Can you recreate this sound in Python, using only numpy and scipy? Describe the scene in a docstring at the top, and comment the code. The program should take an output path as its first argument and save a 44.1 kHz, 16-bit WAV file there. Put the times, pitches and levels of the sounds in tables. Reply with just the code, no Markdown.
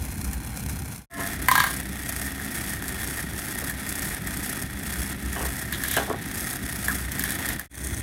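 """On a stone floor, a small table-top wet grinder runs, heard from three places in turn, with fades between.
The motor hums at the lowest resonance of a wooden box, and filtered noise rumbles in the panels.
Showers of clicks through steel resonances make the stone's grit and the drum's ring. They pulse with
the shaft and ease once a drum turn. Noise bursts and ringing modes make the chatter, taps, knocks and
scrapes; the stone slips with a falling squeak, and the drum rings on briefly in wavering partials."""
import sys
import numpy as np
from scipy import signal
from scipy.fft import rfft, irfft
from scipy.io import wavfile
from scipy.ndimage import uniform_filter1d

SR = 44100
rng = np.random.default_rng(int(sys.argv[2]) if len(sys.argv) > 2 else 0)


def unload_wav(signal):
    """Save mono or channel-first audio to the path in sys.argv[1] as 16-bit WAV at rate SR, clipped to [-1, 1]."""
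    wavfile.write(
        sys.argv[1],
        SR,
        np.round(np.clip(np.atleast_2d(signal).T, -1, 1) * 32767).astype(np.int16),
    )


N = 353682
T = np.arange(N) / SR


def amp(db):
    """Decibels to gain."""
    return 10 ** (np.asarray(db) / 20)


def unit(x):
    """Scales to rms 1."""
    return x / np.sqrt(np.mean(x ** 2) + 1e-20)


def curve(rows, axis=1):
    """One column of a time table at every sample."""
    rows = np.array(rows)
    return np.interp(T, rows[:, 0], rows[:, axis])


def add(mix, s, sound):
    """Mixes a sound in at time s."""
    part = mix[max(round(s * SR), 0):][:len(sound)]
    part += sound[:len(part)]


def wander(hz):
    """Random drift of rms 1, smoothed so that changes faster than about hz fade away."""
    rolloff = np.exp(-(np.fft.rfftfreq(N, 1 / SR) / hz) ** 2)
    return unit(irfft(rfft(rng.standard_normal(N)) * rolloff, N))


def colour(x, points, size=4096):
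    """Causal filter with the given spectrum shape and unit energy."""
    f, db = np.transpose(points)
    hz = abs(np.fft.fftfreq(size, 1 / SR)) + 1
    octaves_outside = np.maximum(np.log2(f[0] / hz), 0) + np.maximum(np.log2(hz / f[-1]), 0)
    level = np.interp(np.log(hz), np.log(f), db) - 60 * octaves_outside
    level = np.maximum(level, -90)
    # minimum phase, so the filter never sounds ahead of its input
    taps = np.fft.ifft(np.exp(signal.hilbert(np.log(amp(level))).conj())).real
    return signal.oaconvolve(x, taps / np.linalg.norm(taps))[:len(x)]


def resonate(x, hz, width):
    """One resonance of gain 1, rung by a decaying rotation."""
    r = np.exp(-np.pi * width / SR)
    return 2 * signal.lfilter([1 - r], [1, -r * np.exp(2j * np.pi * hz / SR)], x).real


def lift(x, peaks):
    """Resonances lift a few narrow bands."""
    return x + sum(amp(db) * resonate(x, hz, width) for hz, width, db in peaks)


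def room(x, wet_db, t60):
    """Adds a decaying tail of dense reflections, keeping the power."""
    t = T[:SR // 2]
    tail = rng.standard_normal(len(t)) * amp(-60 * t / t60)
    tail = tail * (t > .003)  # a short gap before the first reflection
    wet = amp(wet_db)
    reflected = signal.oaconvolve(x, tail / np.linalg.norm(tail))[:N]
    return (x + wet * reflected) / np.hypot(1, wet)


def grains(per_s, spread_db):
    """Random clicks, mostly small, a few large."""
    size = amp(spread_db * np.minimum(rng.exponential(1, N), 4))
    sign = rng.choice([-1, 1], N)
    return unit(size * sign * (rng.random(N) < per_s / SR))


def bursts(times, levels_db, lengths, points, rough_db=4.0):
    """Rough contacts that swell and die, each with the energy of its level held for 20 ms."""
    out, t = np.zeros(N), T[:SR // 3]
    for s, db, length in zip(times, levels_db, lengths):
        u = t / (length / 2)
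        noise, catch = rng.standard_normal((2, len(t)))
        catch = amp(rough_db * unit(uniform_filter1d(catch, size=16)))  # tiny bounces within the contact
        burst = colour(noise * catch * np.sqrt(u) * np.exp(-u), points)
        add(out, s, amp(db) * burst / np.linalg.norm(burst) * np.sqrt(SR / 50))
    return out


def strike(modes, times, levels_db):
    """Blows ring a set of decaying modes, each with the energy of its level held for 20 ms."""
    out, t = np.zeros(N), T[:SR // 3]
    ring = 0
    for hz, db, t60 in modes:
        ring = ring + amp(db - 60 * t / t60) * np.sin(2 * np.pi * (hz * t + rng.random()))
    ring = ring * (1 - np.exp(-t / 0.00089))  # soft onset
    for s, db in zip(times, levels_db):
        add(out, s, amp(db) * ring / np.linalg.norm(ring) * np.sqrt(SR / 50))
    return out


# microphone places, one a row: fade_in_s, fully_up_s, fade_out_s, silent_s
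PLACES = [(-.2, -.1, .92, 1.06), (1.099, 1.24, 7.53, 7.68), (7.695, 7.86, 8.2, 8.3)]


def nearness():
    """Gain of each microphone place over time, rising and falling in straight lines."""
    return [np.interp(T, times, [0, 1, 1, 0]) for times in PLACES]


# base levels at each place: rumble_db, grit_db, drum_db, drum_angle_turns, easing_share (of the pressure)
HEARD = [(-35.5, -40.5, -44, 0.16, 0.25), (-36, -35, -36, 0, 0.7), (-35.5, -34.5, -37.5, 0.023, 1)]
# colour of the box, one list a place: pitch_hz, relative_db (per Hz)
BOX_COLOURS = [
    [(18, -41), (30, -15), (64, 1), (144, -3.5), (171, -7.5), (199, -7.5), (279, -13), (325, -16),
     (341, -17.5), (412, -25), (455, -47), (600, -44), (780, -70), (1320, -120)],
    [(18, -40), (30, -12), (48, -7.5), (69, -6), (113, -5), (140, -6), (171, -7.5), (199, -6), (231, -9.5),
     (259, -8.5), (276, -8), (363, -15), (397, -16), (455, -29), (600, -25), (780, -48), (1320, -120)],
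    [(18, -45), (30, -21), (70, -4), (119, -3.5), (140, -12.5), (333, -10.5), (450, -24.5), (600, -38),
     (780, -68), (1320, -120)],
]
# panel resonances of the box: pitch_hz, width_hz, gain_db
PANELS = [(149, 8.6, -14), (203.5, 8.9, -1), (267, 8.5, -5)]
# hum before its trim: time_s, level_db
HUM = [(0.0, -32.5), (1.26, -44), (1.42, -27), (1.56, -42), (1.9, -28.5), (2.02, -48.4), (2.14, -37),
       (2.5, -42), (2.68, -33.5), (3.26, -41), (4.8, -39.5), (5.0, -29), (5.1, -37.5), (5.38, -25.5),
       (5.62, -47), (5.82, -32.5), (6.56, -47), (6.9, -25.5), (7.26, -41), (8.02, -34.2)]
# swells of the rumble: time_s, gain_db
RUMBLE_SWELLS = [(.25, 2.5), (.95, 1), (2.3, -0.5), (2.65, 1), (3.2, 0), (4.3, 1.5), (5.55, -1), (6.1, .5),
                 (6.4, -0.5), (7.3, 1)]
HUM_HZ, HUM_TRIM_DB = 64.14, -3.1  # lowest resonance of the box
HUM_FLUTTER_DB, HUM_FLUTTER_HZ = 4, 14


def motor(near):
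    """The motor keeps the box humming at its lowest resonance; the rolling stone rumbles in the panels."""
    phase = 2 * np.pi * HUM_HZ * T + 0.63 * wander(4.7)
    hum = unit(np.cos(phase) * amp(HUM_FLUTTER_DB * wander(HUM_FLUTTER_HZ)))
    bumps = lift(rng.standard_normal(N) * amp(1.44 * wander(26)), PANELS)  # the stone rides over lumps
    rumble = np.zeros(N)
    for fade, (rumble_db, *_), points in zip(near, HEARD, BOX_COLOURS):
        rumble += fade * amp(rumble_db) * unit(colour(bumps, points))
    return amp(curve(HUM) + HUM_TRIM_DB) * sum(near) * hum + amp(curve(RUMBLE_SWELLS)) * rumble


# knocks and scuffs, level before the top is cut: time_s, level_db, length_s, top_hz
KNOCKS = [(1.178, -33.5, 0.036, 2520), (3.617, -38.5, 0.024, 900), (5.357, -32, 0.076, 4000),
          (5.399, -34, .053, 3200), (5.447, -36, 0.012, 1200), (5.965, -22.5, 0.02, 4000),
          (5.996, -29, 0.033, 2500), (6.073, -33, 0.024, 890), (6.1, -28.5, .003, 1280),
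          (6.11, -29, .0052, 1200), (6.134, -33, .014, 1100), (6.884, -42, .0043, 2000),
          (7.383, -40, 0.057, 1500), (7.493, -41.5, 0.031, 2000)]
# colour of a knock on the box: pitch_hz, relative_db (per Hz)
WOOD = [(150, -33), (250, -12.5), (443, -5.5), (624, -10), (700, -11), (908, -7.5), (1110, -12),
        (1200, -16), (1640, -6), (1840, -25), (3000, -14), (3900, -46), (6600, -120)]
# board resonances under a knock: pitch_hz, width_hz, gain_db
BOARDS = [(377, 29, 2.5), (706, 74, 6.5), (1093, 70, 2)]


def knocks():
    """Dull blows and scuffs of the wooden box; soft contacts lack the top."""
    out = np.zeros(N)
    for s, db, length, top_hz in KNOCKS:
        top_cut = signal.butter(3, top_hz, fs=SR, output="sos")
        out += signal.sosfilt(top_cut, bursts([s], [db], [length], WOOD))
    return room(lift(out, BOARDS), wet_db=-11, t60=.2)


# taps of the arm's links: time_s, ring_db, tick_db
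TAPS = [(.331, -46, -36), (1.423, -44, -35), (2.397, -37, -53), (2.841, -40.5, -45), (2.881, -44, -34),
        (3.191, -37, -43), (3.697, -35, -34), (5.361, -36, -47), (5.725, -32.5, -32), (5.803, -38.5, -49),
        (5.836, -30.5, -29.5), (5.883, -38.5, -31), (5.913, -37, -29), (5.938, -35, -31),
        (5.966, -28.5, -28), (6.882, -24.5, -31), (7.118, -59, -33), (7.194, -33, -28), (7.238, -31, -28.5),
        (7.305, -34, -30.5), (7.488, -35, -30), (7.595, -32, -28.5)]
# modes of the arm: pitch_hz, relative_db, t60_s
LINK_MODES = [(1064, -7, 0.022), (1700, 6, 0.02), (1750, 5, 0.016), (3390, -9, 0.018)]
# colour of a bare steel-on-stone tick: pitch_hz, relative_db (per Hz)
TICK = [(2500, -12), (4500, -7), (5600, -8), (8400, -1), (11000, 1), (13500, 2), (15800, -5)]
RING_DELAY_S = 0.001013  # a ring starts just after its tick


def links():
    """The loose arm taps its post: a noisy tick, then a short ring of its modes."""
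    s, ring_db, tick_db = np.transpose(TAPS)
    ring = strike(LINK_MODES, s + RING_DELAY_S, ring_db)
    tick = bursts(s, tick_db, .0035 * np.ones(len(s)), TICK)
    return room(ring + tick, wet_db=-5.5, t60=0.16)


# partials of the ringing drum: pitch_hz, relative_db
DRUM_PARTIALS = [(287, -5), (684, 0), (1055, -5), (1287, -13), (1362, -8), (1705, -2), (1808, -4),
                 (1960, -10), (2110, -6.5)]
DRUM_RING_DB, HOLD_UNTIL_S, DRUM_RING_T60_S = -31.5, 1.23, 0.32


def drum_ring():
    """The drum rings on: narrow, wavering partials hold briefly, then die away."""
    tone = np.zeros(N)
    for hz, db in DRUM_PARTIALS:
        phase = 2 * np.pi * hz * T + hz / 2500 * wander(40)
        tone += amp(db + 2.5 * wander(60)) * np.sin(phase)
    dying_db = -60 * np.maximum(T - HOLD_UNTIL_S, 0) / DRUM_RING_T60_S
    sounding = T > PLACES[1][0]  # from the second place's fade-in
    return sounding * amp(DRUM_RING_DB + dying_db) * unit(tone)


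# the stone's edge scrapes the drum wall, level before its flutter: time_s, level_db, length_s
SCRAPES = [(1.501, -27, 0.12), (1.574, -28.5, 0.066), (5.37, -46, 0.053), (5.728, -34, 0.028),
           (5.833, -34, 0.043), (5.875, -29, 0.13), (5.931, -33, 0.062), (5.97, -37, 0.035),
           (7.201, -37, 0.014), (7.243, -36, 0.027), (7.303, -42, 0.027), (7.495, -38, 0.03)]
# colour of a scrape: pitch_hz, relative_db (per Hz)
SCRAPE_COLOUR = [(1200, -45), (2100, 4), (2600, -7.5), (3300, 2), (3900, 0), (4600, -10), (7000, -7.5)]


def scrapes():
    """Short rasps of stone on steel: coloured noise with a fast flutter."""
    s, db, length = np.transpose(SCRAPES)
    return bursts(s, db, length, SCRAPE_COLOUR) * amp(2.3 * wander(130))


# the slipping stone's squeak: time_s, pitch_hz, level_db (of the sine's peak)
SQUEAK = [(6.88, 1760, -60), (6.886, 1684, -29), (6.902, 1610, -29), (6.914, 1290, -31), (6.94, 1290, -51)]


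def squeak():
    """The stone slips with a short, falling tone, roughened by a fast phase wobble."""
    cycles = np.cumsum(curve(SQUEAK, axis=1)) / SR
    sounding = (T > SQUEAK[0][0]) & (T < SQUEAK[-1][0])
    tone = np.sin(2 * np.pi * cycles + 0.84 * wander(200))
    return sounding * amp(curve(SQUEAK, axis=2)) * tone


# stone and arm strike the steel: time_s, clang_db, tick_db
CLACKS = [(1.484, -18.5, -23.5), (1.513, -18, -25), (1.553, -19, -26), (1.577, -20, -30),
          (1.601, -19.5, -29), (1.638, -23, -30), (1.664, -30, -37)]
# colour of a hard blow: pitch_hz, relative_db (per Hz)
CLANG = [(330, -53), (560, -14), (616, -24), (732, -8), (912, -5), (1010, 4), (1470, -11), (1620, 8),
         (1750, -6), (2160, -8), (2740, -25), (3010, -14.5), (3510, -26), (4540, -15), (5500, -45),
         (7150, -92), (12100, -120)]
# modes of the steel under a blow: pitch_hz, relative_db, t60_s
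STEEL_MODES = [(1014, 1, 0.044), (1140, -2, 0.057), (1676, 1, 0.015), (1810, -3, 0.071), (2110, 1, 0.023),
               (2960, -10, 0.036), (3760, -15.5, .05), (4480, -11, 0.037)]
STEEL_DB = -6.5  # the modes against the clang
BOUNCE, BOUNCE_S = 0.22, .0049  # gain and delay of the reflection off the floor


def chatter():
    """Hard blows: a bright tick, then the clang of the steel and its bounce off the floor."""
    s, clang_db, tick_db = np.transpose(CLACKS)
    each = np.ones(len(s))
    clang = bursts(s + RING_DELAY_S, clang_db, 0.0035 * each, CLANG, rough_db=3.0)
    clang = clang + strike(STEEL_MODES, s + RING_DELAY_S, clang_db + STEEL_DB)
    clang = clang + BOUNCE * np.interp(T - BOUNCE_S, T, clang)
    tick = bursts(s, tick_db, 0.0051 * each, TICK)
    return room(clang + tick, wet_db=-6, t60=.33)


# motor speed: time_s, shaft_hz (turns a second)
SHAFT = [(0.0, 31.9), (0.33, 30.96), (0.94, 31.18), (1.61, 32.45), (2.02, 30.29), (2.35, 30.62),
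         (2.67, 32.45), (3.35, 31.48), (3.63, 32.0), (4.35, 31.44), (4.65, 30.14), (5.47, 30.26),
         (6.1, 32.14), (6.35, 32.28), (6.65, 31.57), (7.02, 29.69), (7.23, 29.51), (8.0, 32.11)]


def shaft():
    """Turns of the motor shaft so far, summed from its speed."""
    return np.cumsum(curve(SHAFT)) / SR


# stone pressure round one drum turn, building, holding and letting go: drum_angle_turns, pressure_db
TURN = [(.06, -6), (.2, -4.5), (.41, -0.7), (.77, -1.05), (.83, -3), (.92, -13.5)]


def pressure(drum_turns):
    """Pressure of the stone in dB, easing once every drum turn."""
    angle, db = np.transpose(TURN)
    return np.interp(drum_turns, angle, db, period=1)


# colour of the drum's ring, one list a place: pitch_hz, relative_db (per Hz)
DRUM_COLOURS = [
    [(260, -27), (450, -3.5), (591, -9), (776, -2), (1270, -10), (1460, -2.5), (1990, -11), (2130, -5),
     (2400, -6.5), (3710, -23.5), (4210, -9), (4600, -23), (5980, -49), (10100, -120)],
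    [(260, -16.5), (450, -13), (608, -15), (677, -6.5), (847, -11.5), (1140, -15), (1270, -8), (1450, -8.5),
     (1860, -2.5), (2090, -8), (2970, -17.5), (3370, -18.5), (3640, -16), (4340, -19.5), (4600, -22),
     (5980, -21), (10100, -120)],
    [(260, -58), (450, -18), (472, -31), (511, -23), (677, -18.5), (1140, -23.5), (1920, -12.5),
     (2880, -29.5), (3570, -25.5), (4600, -34), (5980, -50), (10100, -120)],
]
# colour of the grit, one list a place: pitch_hz, relative_db (per Hz)
GRIT_COLOURS = [
    [(2590, -29), (4400, -10), (4620, -28), (4840, -9), (5750, -8), (7270, -9), (9970, -3.5), (12300, -7.5),
     (13800, -6), (15800, -17)],
    [(2590, -44), (4400, -9), (4670, -5), (5030, -6.5), (5450, -2.5), (5970, -8.5), (6570, -3), (7160, -5),
     (7920, -1.5), (8590, 2.5), (9210, -3.5), (9820, 0), (10900, 2), (14700, -4.5), (15800, -9)],
    [(2590, -29), (4400, -15), (4820, -17), (6300, -6.5), (7310, -12), (8540, -3), (9660, -5), (10500, -7),
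     (12500, -10), (15800, -15)],
]
# narrow resonances of the drum wall, rung by the grit: pitch_hz, width_hz, gain_db
WALL = [(1870, 47, -3.5), (3371, 86, 7), (6370, 400, -9), (8720, 190, -13), (9740, 210, -5.5),
        (10900, 120, -15), (12500, 180, -66)]
# slow load on the stone, heavier when it bites into the batter: time_s, grit_gain_db, drum_gain_db
LOAD = [(.15, 1.5, 1.5), (.45, -1, 0.5), (.9, -0.5, 0.5), (1.2, 0, 0.5), (1.55, -1, 0), (1.8, -1, -1),
        (2.55, .3, 0), (4.5, .8, .5), (4.76, -2.5, -1.8), (5.0, 1, 0.5), (5.25, -1.5, -1), (5.95, 2, 0),
        (6.17, -5, -1.5), (6.35, 1, 0), (6.75, 1.5, -0.5), (7.05, 1, 0.5), (7.25, 0, 0.5), (7.6, 2.5, 4),
        (7.8, -1, -2)]
GEARING = 14.85  # shaft turns to one drum turn
DRUM_SHARE = 0.46  # the drum's ring follows this share of the pressure in dB


def grinding(turns, near):
    """Grit cracks under the stone in a flurry each shaft turn; the drum answers with a duller ring."""
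    angle = 2 * np.pi * (turns + .23) + .3 * wander(12)
    throb = np.cos(angle) + 0.059 * np.cos(2 * angle) + 0.083 * np.cos(3 * angle)
    slips_db = 3.3 * wander(215)  # the stone catches and lets go
    cracks = grains(6000, 2.3) * amp(3.15 * throb + slips_db)
    crackle = lift(room(cracks, wet_db=-14.5, t60=0.087), WALL)
    bumps = grains(1600, 0.69) * amp(1.64 * throb + .5 * slips_db)
    roll = lift(room(bumps, wet_db=-8.5, t60=0.85), WALL)
    lumps_db = 0.95 * wander(22.5)  # no two drum turns are alike
    out = np.zeros(N)
    for fade, heard, grit, drum in zip(near, HEARD, GRIT_COLOURS, DRUM_COLOURS):
        _, grit_db, drum_db, start, easing = heard
        press_db = easing * pressure(turns / GEARING + start) + lumps_db
        grit_level = amp(grit_db + curve(LOAD, axis=1) + press_db)
        drum_level = amp(drum_db + curve(LOAD, axis=2) + DRUM_SHARE * press_db)
        out += fade * grit_level * unit(colour(crackle, grit))
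        out += fade * drum_level * unit(colour(roll, drum))
    return out


def scene():
    """The whole machine, heard from three places in turn, with fades between them."""
    near = nearness()
    contacts = knocks() + links() + drum_ring() + scrapes() + squeak() + chatter()
    return (motor(near) + sum(near) * contacts + grinding(shaft(), near))[None]


LOW_CUT_HZ, EDGE_HZ = 32, 15900


def record(dry):
    """The microphone loses the deepest bass, then a steep filter limits the treble."""
    low_cut = signal.butter(4, LOW_CUT_HZ, "highpass", fs=SR, output="sos")
    heard = signal.sosfilt(low_cut, dry)
    band_limit = signal.firwin(511, EDGE_HZ, window=("kaiser", 9), fs=SR)
    return signal.oaconvolve(heard, band_limit[None], "same")


dry = scene()
out = record(dry)
unload_wav(out)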